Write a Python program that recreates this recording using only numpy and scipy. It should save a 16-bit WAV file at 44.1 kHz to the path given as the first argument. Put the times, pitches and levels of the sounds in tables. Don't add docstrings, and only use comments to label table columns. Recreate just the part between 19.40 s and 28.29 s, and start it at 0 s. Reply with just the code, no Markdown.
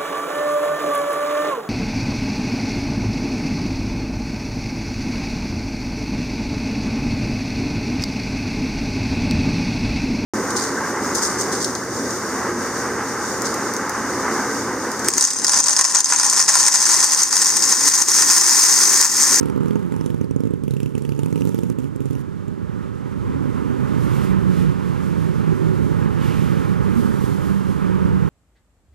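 import sys
import numpy as np
from scipy import signal
from scipy.fft import rfft, irfft, next_fast_len
from scipy.io import wavfile
from scipy.ndimage import uniform_filter1d

SR = 44100
rng = np.random.default_rng(int(sys.argv[2]) if len(sys.argv) > 2 else 0)


def master(y):
    cut = np.clip(np.atleast_2d(y).T, -1, 1)
    pcm = np.round(cut * 32767)
    wavfile.write(sys.argv[1], SR, pcm.astype(np.int16))


N = 392049
TIME = np.arange(N) / SR
FFT_SIZE = next_fast_len(N + SR // 2, True)
FFT_SIZE += FFT_SIZE % 2
FREQ = np.maximum(np.arange(FFT_SIZE // 2 + 1) * SR / FFT_SIZE, 1)
TOP_HZ = 15300

# start in seconds, relative thump level in dB.
POPS = [(0.0094, -6), (0.0292, -4.5), (0.0563, -5.5), (0.0838, -9), (0.0982, -6), (0.1603, -6),
        (0.1761, -4), (0.206, -5), (0.2316, -6.5), (0.2576, -6), (0.2817, -8), (0.3072, -4), (0.3311, -10),
        (0.3557, -1.5), (0.521, -6.5), (0.539, -7.5), (0.5626, -9), (0.6098, -5.5), (0.6604, -4.5),
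        (0.7013, -7.5), (0.7435, -5.5), (0.8118, -3), (0.8422, -7.5), (0.9097, -4), (0.9617, -1.5),
        (1.004, -3.5), (1.0353, -4), (1.053, -5), (1.0711, -5), (1.107, -7), (1.1362, -5), (1.2358, -7.5),
        (1.279, -6.5), (1.3073, -7.5), (1.3367, -8), (1.3657, -8), (1.4017, -7), (1.4301, -6), (1.4588, -7),
        (1.5511, -4.5), (1.5783, -6), (1.6204, -10.5), (1.6501, -6), (1.6909, -6), (1.72, -6),
        (1.7906, -3.5), (1.8322, -5), (1.859, -5.5), (1.9258, -4.5), (1.9575, -4), (1.9764, -8),
        (2.0074, -4.5), (2.019, -5.5), (2.0516, -5), (2.0721, -3.5), (2.091, -6.5), (2.144, -3.5),
        (2.1878, -4.5), (2.2328, -4), (2.2992, -4.5), (2.3854, -4.5), (2.441, -9), (2.5603, -9),
        (2.6039, -7.5), (2.6557, -7.5), (2.7075, -7), (2.7303, -15), (2.7518, -9), (2.782, -12),
        (3.08, -12.5)]
# time in seconds, firings per second.
FIRING_RATE = [(0, 80), (.55, 86), (.65, 113), (1.2, 108), (1.25, 63), (1.8, 77), (2.05, 92), (2.2, 109),
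               (2.5, 140)]
MISFIRES = [(0.866, 0.98), (1.18, 1.225), (2.33, 2.38), (2.49, 2.6), (2.82, 3.45)]
# time in seconds, exhaust note in Hz, relative rasp level in dB.
THROTTLE = [(0, 189, -16.5), (.38, 208, -18), (.46, 171.6, -13.5), (.6, 167.3, -15), (.8, 163.7, -31),
            (1.15, 166.4, -36), (1.25, 135, -54), (1.75, 140, -18.5), (1.93, 165, -20.5),
            (2.04, 183.4, -19.5), (2.3, 181, -23), (2.39, 138, -22), (2.45, 136, -41)]
# centre in Hz, width in Hz, relative level in dB.
PIPE_MODES = [(135.4, 86, 2), (254.4, 55, 2), (420, 133, -5.5)]
# centre in Hz, width in Hz, relative level in dB.
THROAT_MODES = [(897, 140, 3), (1270, 270, -5.5)]
# centre in Hz, width in Hz, full boost in dB.
TIN_MODES = [(2830, 290, 4), (5500, 170, 2.5), (7200, 210, 3.5)]
# frequency in Hz, relative level in dB.
CRACK_COLOUR = [(1400, 18), (2700, 20.5), (4200, 12.5), (6500, 14.5), (11500, 11), (15000, 1.5)]
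# time in seconds, tilt in dB per octave.
CRACK_TILT = [(0.8, 0), (1.5, 1), (2.1, 2.5)]
# time in seconds, crack trim in dB.
CRACK_BITE = [(.1, -29.5), (.19, -40.5), (.27, -30.5), (.35, -33.5), (.66, -28.5), (.8, -35.5), (1.14, -39),
              (1.31, -28), (2.08, -30.5), (2.3, -32.5)]

# time in seconds, relative level in dB.
DRONE_SWELL = [(2.85, -37.5), (3.7, -35.5), (4.0, -31), (5.25, -28), (5.4, -32.5), (6.4, -29), (6.7, -30),
               (7.1, -28), (7.65, -28.5), (8.1, -31.5), (8.89, -28.5)]
TYRE_SWELL = [(0.2, -42), (1.22, -52), (2.44, -48), (3.13, -46), (4.7, -34.5), (5.48, -38), (7.06, -34.5),
              (8.75, -36)]
# time in seconds, firing rate in Hz, relative level in dB.
LEAD_ENGINE = [(4.75, 194.2, -34.5), (5.15, 187, -25), (5.45, 184, -34.5), (5.85, 164.1, -27.5),
               (6.5, 159.8, -30), (7.25, 170.2, -32), (7.75, 183.3, -34.5), (8.15, 187.5, -30),
               (8.55, 186.1, -27.5), (8.89, 182, -27.5)]
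SECOND_ENGINE = [(4.2, 124.7, -26), (4.55, 129.7, -22.5), (4.95, 134.9, -22.5), (5.05, 157, -25),
                 (5.25, 154.5, -17)]
# peak time, rise and fall in seconds, then rush and hiss levels in dB.
PASS_BYS = [(4.82, 0.2, 0.078, -46.5, -50), (5.18, 0.077, 0.08, -45.5, -50.5), (5.65, 0.29, 0.81, -51, -55),
            (6.85, 0.039, 0.33, -42, -50.5), (7.58, 0.055, 0.15, -61, -50.5),
            (7.85, 0.13, 0.42, -64, -50.5)]
# peak time and half length in seconds, pitch in Hz, level in dB.
GROWLS = [(4.255, 0.28, 257.4, -32.5), (4.806, 0.083, 2660, -50), (6.18, 0.26, 381, -34.5),
          (6.93, 0.14, 2850, -49.5), (7.084, 0.05, 227, -28), (7.59, 0.075, 226, -26.5)]
SQUEALS = [(8.18, 0.093, 2789, -60), (8.2, .08, 3171, -59)]
# peak time and half length in seconds, level in dB.
GUSTS = [(3.92, .06, -24), (8.7, .07, -23)]
# frequency in Hz, relative level in dB.
DRONE_COLOUR = [(40, -35), (75, -9), (120, 0.5), (165, -1), (230, -4.5), (310, -8), (400, -9.5), (520, -17),
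                (750, -23.5), (1500, -59)]
RUMBLE_COLOUR = [(15, -31), (40, 9), (65, 24), (90, 22.5), (160, -62)]
TYRE_COLOUR = [(500, 3), (900, 4), (1300, 3.5), (2000, -6.5), (3000, -14), (15000, -63)]
HISS_COLOUR = [(1500, -38), (3000, 10), (8000, 5.5), (13800, -1), (15000, -31)]
RUSH_COLOUR = [(500, -15), (1400, -5), (2300, -3.5), (6000, -20), (14000, -37)]
WIND_COLOUR = [(20, -12), (70, 17), (200, 6), (700, -44)]
# frequency in Hz, level offset in dB, phase lead in radians.
PORT_BALANCE = [(100, -9.3, 3.1), (450, -8, 2.6), (1020, -5, 1.97), (2000, -2.5, 0.87), (4580, -5.5, .05),
                (7800, -8, 1.35), (13900, -13, 1.56)]


def motorcycle(thump_db=27, crack_db=-1, rasp_db=5, note_decay_s=0.05, rasp_s=0.004, steady_flow=0.13):
    blows, cracks, turbulence = np.zeros(N), np.zeros((2, N)), rng.standard_normal(N)
    note_hz, tilt, bite_db = curve(THROTTLE), curve(CRACK_TILT), curve(CRACK_BITE)
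    revs = (note_hz - note_hz.min()) / np.ptp(note_hz)
    mean_pop_db = np.mean([db for _, db in POPS])
    for s, blow_db, gas_db in [(s, db, 0) for s, db in POPS] + soft_firings(mean_pop_db):
        start = int(s * SR)
        blows[start] += undb(blow_db)
        burst = gas_crack(1 - revs[start], tilt[start])
        burst_db = blow_db + bite_db[start] + gas_db + (gas_db < 0) * tilt[start] + crack_db
        cracks[:, start:start + burst.shape[1]] += undb(burst_db) * burst
    sustain = uniform_filter1d(running() * np.tanh(.5 * ring_out(blows, note_decay_s)), size=300)
    flow = (ring_out(blows, rasp_s) + steady_flow * sustain) * undb(curve(THROTTLE, column=2) + rasp_db)
    rasp = filtered(flow * turbulence, resonances(THROAT_MODES))
    sizzle = gas_sizzle(sustain * undb(bite_db + mean_pop_db + tilt))
    return cracks + sizzle + rasp + sustain * exhaust_note() - undb(thump_db) * pipe_thump(blows, revs)


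def soft_firings(pop_db, soft_db=-10.5, gas_db=-2, throttle_share=0.21, scatter_db=2.5):
    firings, cycles, fires = [], crank(FIRING_RATE), running()
    throttle_db = curve(THROTTLE, column=2)
    level_db = pop_db + soft_db + throttle_share * (throttle_db - throttle_db.max())
    for (start, _), (end, _) in zip(POPS, POPS[1:]):
        first, last = np.round(np.interp([start, end], TIME, cycles))
        times = np.interp(np.arange(first + 1, last), cycles, TIME)
        for s, scatter in zip(times, rng.standard_normal(64)):
            if fires[int(s * SR)]:
                firings.append((s, level_db[int(s * SR)] + scatter_db * scatter, gas_db))
    return firings


def pipe_thump(blows, revs, hot_stretch=1.08):
    hot_modes = [(hz * hot_stretch, width * hot_stretch, db) for hz, width, db in PIPE_MODES]
    cool = filtered(blows * (1 - revs), resonances(PIPE_MODES))
    return cool + filtered(blows * revs, resonances(hot_modes))


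def exhaust_note(level_db=-23.5, octave_db=-7, lag_s=0.0013):
    fullness = FIRING_RATE[0][1] / curve(FIRING_RATE)
    phase = 2 * np.pi * np.interp(TIME - lag_s, TIME, crank(THROTTLE))
    return undb(level_db) * fullness * (np.cos(phase) + undb(octave_db) * np.cos(2 * phase))


def gas_crack(tinny, tilt, peak_s=0.0011, rise_s=0.00019, decay_s=0.0024, tail_s=0.09, tail_db=-27):
    age, freq = TIME[:4096] - peak_s, np.fft.rfftfreq(4096, 1 / SR)
    ripple_db = 6 * np.interp(freq, np.linspace(0, TOP_HZ, 24), rng.standard_normal(24))
    tin_db = tinny * sum(db * bell(freq, hz, width) for hz, width, db in TIN_MODES)
    lift_db = tilt * np.log2(np.maximum(freq, CRACK_COLOUR[0][0]))
    colour_db = np.interp(freq, *np.transpose(CRACK_COLOUR)) + ripple_db + tin_db + lift_db
    common, *sides = rng.standard_normal((3, len(age)))
    gas = unit_rms(irfft(rfft(common + np.array(sides) / np.sqrt(2)) * undb(colour_db)))
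    attack = bell(np.minimum(age, 0), 0, rise_s)
    since_peak = np.maximum(age, 0)
    return gas * attack * (np.exp(-since_peak / decay_s) + undb(tail_db) * np.exp(-since_peak / tail_s))


def gas_sizzle(envelope, trim_db=-15.5, grain_db=3):
    return noise(CRACK_COLOUR, width=2 / 3) * envelope * undb(trim_db + grain_db * wander(150))


def crank(rate_table):
    cycles, pop_times = np.cumsum(curve(rate_table)) / SR, np.array(POPS)[:, 0]
    slip = np.unwrap(np.interp(pop_times, TIME, cycles) % 1, period=1)
    return cycles - np.interp(TIME, pop_times, slip)


def running():
    return 1.0 - np.any([(TIME > start) & (TIME < end) for start, end in MISFIRES], axis=0)


def traffic_drone(trim_db=3, drift=.07, scatter_db=2.5, wash=0.65, rumble_db=-12, rumble_growth=0.46):
    firings = np.zeros(N)
    for hz in np.geomspace(43, 97, num=5):
        cycles = np.cumsum(hz * (1 + drift * wander(2) + .008 * wander(40))) / SR + rng.random()
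        starts = np.flatnonzero(np.diff(np.floor(cycles)))
        firings[starts] += undb(scatter_db * rng.standard_normal(2048)[:len(starts)])
    exhausts = unit_rms(filtered(firings - firings.mean(), minimum_phase(undb(spectrum(DRONE_COLOUR)))))
    level_db = curve(DRONE_SWELL) + trim_db
    weight_db = rumble_db + rumble_growth * (level_db - level_db.max())
    rumble = noise(RUMBLE_COLOUR, width=0.054) * undb(weight_db + 2 * wander(5.3))
    return (unit_rms(exhausts + wash * noise(DRONE_COLOUR, width=0.056)) + rumble) * undb(level_db)


def single_engine(track, trim_db, overtone_db, roughness, hold_s=0.07, fade_s=0.026):
    hz = curve(track) * (1 + 0.01986 * wander(25) + .02 * wander(5))
    phase = 2 * np.pi * np.cumsum(hz) / SR
    note = np.sin(phase) + undb(overtone_db) * (np.sin(2 * phase) + 0.3 * np.sin(3 * phase))
    fade = np.clip(np.minimum(TIME - track[0][0], track[-1][0] + hold_s - TIME) / fade_s, 0, 1)
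    return unit_rms(note) * (1 + roughness * wander(35)) * fade * undb(curve(track, column=2) + trim_db)


def tyre_roar(trim_db=1, flutter_db=0.8):
    return noise(TYRE_COLOUR, width=0.13) * undb(curve(TYRE_SWELL) + trim_db + flutter_db * wander(16))


def pass_bys(hiss_db=-53, growth=0.81, far_db=-73, flutter_db=0.8, air_hz=10000, air_loss=0.86):
    tyre_db = curve(TYRE_SWELL)
    hiss_power = undb(hiss_db + growth * (tyre_db - tyre_db.max())) ** 2 + undb(far_db) ** 2
    rush_swell = np.zeros(N)
    for s, rise, fall, rush_db, near_db in PASS_BYS:
        nearness = bell(TIME, s, np.where(TIME < s, rise, fall))
        hiss_power += (undb(near_db) * nearness) ** 2
        rush_swell += undb(rush_db) * nearness
    level_db = 10 * np.log10(hiss_power) + flutter_db * wander(25)
    hiss = noise(HISS_COLOUR, width=0.48)
    top = filtered(hiss, 1 / (1 + (air_hz / FREQ) ** 8))
    top_gain = undb(air_loss * (level_db - np.median(level_db[N // 2:])))
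    return (hiss + top * (top_gain - 1)) * undb(level_db) + noise(RUSH_COLOUR, width=0.026) * rush_swell


def growls(width_share=0.11, rough_db=3):
    mix = np.zeros(N)
    for s, half_s, hz, db in GROWLS:
        grain = rng.standard_normal(N) * undb(rough_db * wander(70))
        growl = unit_rms(filtered(grain, resonances([(hz, hz * width_share, 0)])))
        mix += growl * undb(db) * bell(TIME, s, half_s)
    return mix


def brakes(waver=0.00381):
    mix = np.zeros(N)
    for s, half_s, hz, db in SQUEALS:
        phase = 2 * np.pi * np.cumsum(hz * (1 + waver * wander(40))) / SR
        mix += unit_rms(np.sin(phase)) * undb(db) * bell(TIME, s, half_s)
    return mix


def wind():
    strength = sum(undb(db) * bell(TIME, s, half_s) for s, half_s, db in GUSTS)
    return noise(WIND_COLOUR, width=1) * strength * np.array([[1], [0]])


def undb(db):
    return 10 ** (np.asarray(db) / 20)


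def unit_rms(x):
    return x / np.sqrt(np.mean(x ** 2))


def bell(x, centre, width):
    return np.exp(-.5 * ((x - centre) / width) ** 2)


def ring_out(blows, decay_s):
    return signal.lfilter([1], [1, -np.exp(-1 / (SR * decay_s))], blows)


def wander(rate_hz):
    return unit_rms(np.interp(TIME * rate_hz, np.arange(2048), rng.standard_normal(2048)))


def curve(table, column=1):
    rows = np.array(table)
    return np.interp(TIME, rows[:, 0], rows[:, column])


def spectrum(table, column=1):
    rows = np.array(table)
    return np.interp(np.log(FREQ), np.log(rows[:, 0]), rows[:, column])


def filtered(x, response):
    return irfft(rfft(x, FFT_SIZE) * response, FFT_SIZE)[..., :N]


def minimum_phase(gain):
    cepstrum = irfft(np.log(gain + 1e-6))
    cepstrum[1:FFT_SIZE // 2] *= 2
    cepstrum[FFT_SIZE // 2 + 1:] = 0
    return np.exp(rfft(cepstrum))


def resonances(modes):
    peaks = (undb(db) / (1 + ((FREQ / hz - hz / FREQ) * hz / width) ** 2) for hz, width, db in modes)
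    return minimum_phase(sum(peaks))


def noise(colour, width):
    common, *sides = rng.standard_normal((3, N))
    white = np.sqrt(1 - width) * common + np.sqrt(width) * np.array(sides)
    return unit_rms(filtered(white, undb(spectrum(colour))))


def scene():
    lead = single_engine(LEAD_ENGINE, trim_db=-0.5, overtone_db=-17, roughness=0.38)
    second = single_engine(SECOND_ENGINE, trim_db=-9, overtone_db=-31, roughness=0.27)
    traffic = traffic_drone() + lead + second + tyre_roar() + pass_bys() + growls() + brakes()
    return traffic + wind() + motorcycle()


def record(dry, notch_hz=686, notch_width_hz=300, notch_floor_db=-19):
    detune = 1j * (FREQ / notch_hz - notch_hz / FREQ) * notch_hz / notch_width_hz
    notch = (undb(notch_floor_db) + detune) / (1 + detune)
    left = undb(spectrum(PORT_BALANCE)) * np.exp(1j * spectrum(PORT_BALANCE, column=2))
    ports = np.array([left, np.ones_like(left)]) * 2 / np.abs(1 + left)
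    high_cut = signal.ellip(10, .2, 80, TOP_HZ, fs=SR, output="sos")
    return signal.sosfilt(high_cut, filtered(dry, notch * ports))


dry = scene()
out = record(dry)
master(out)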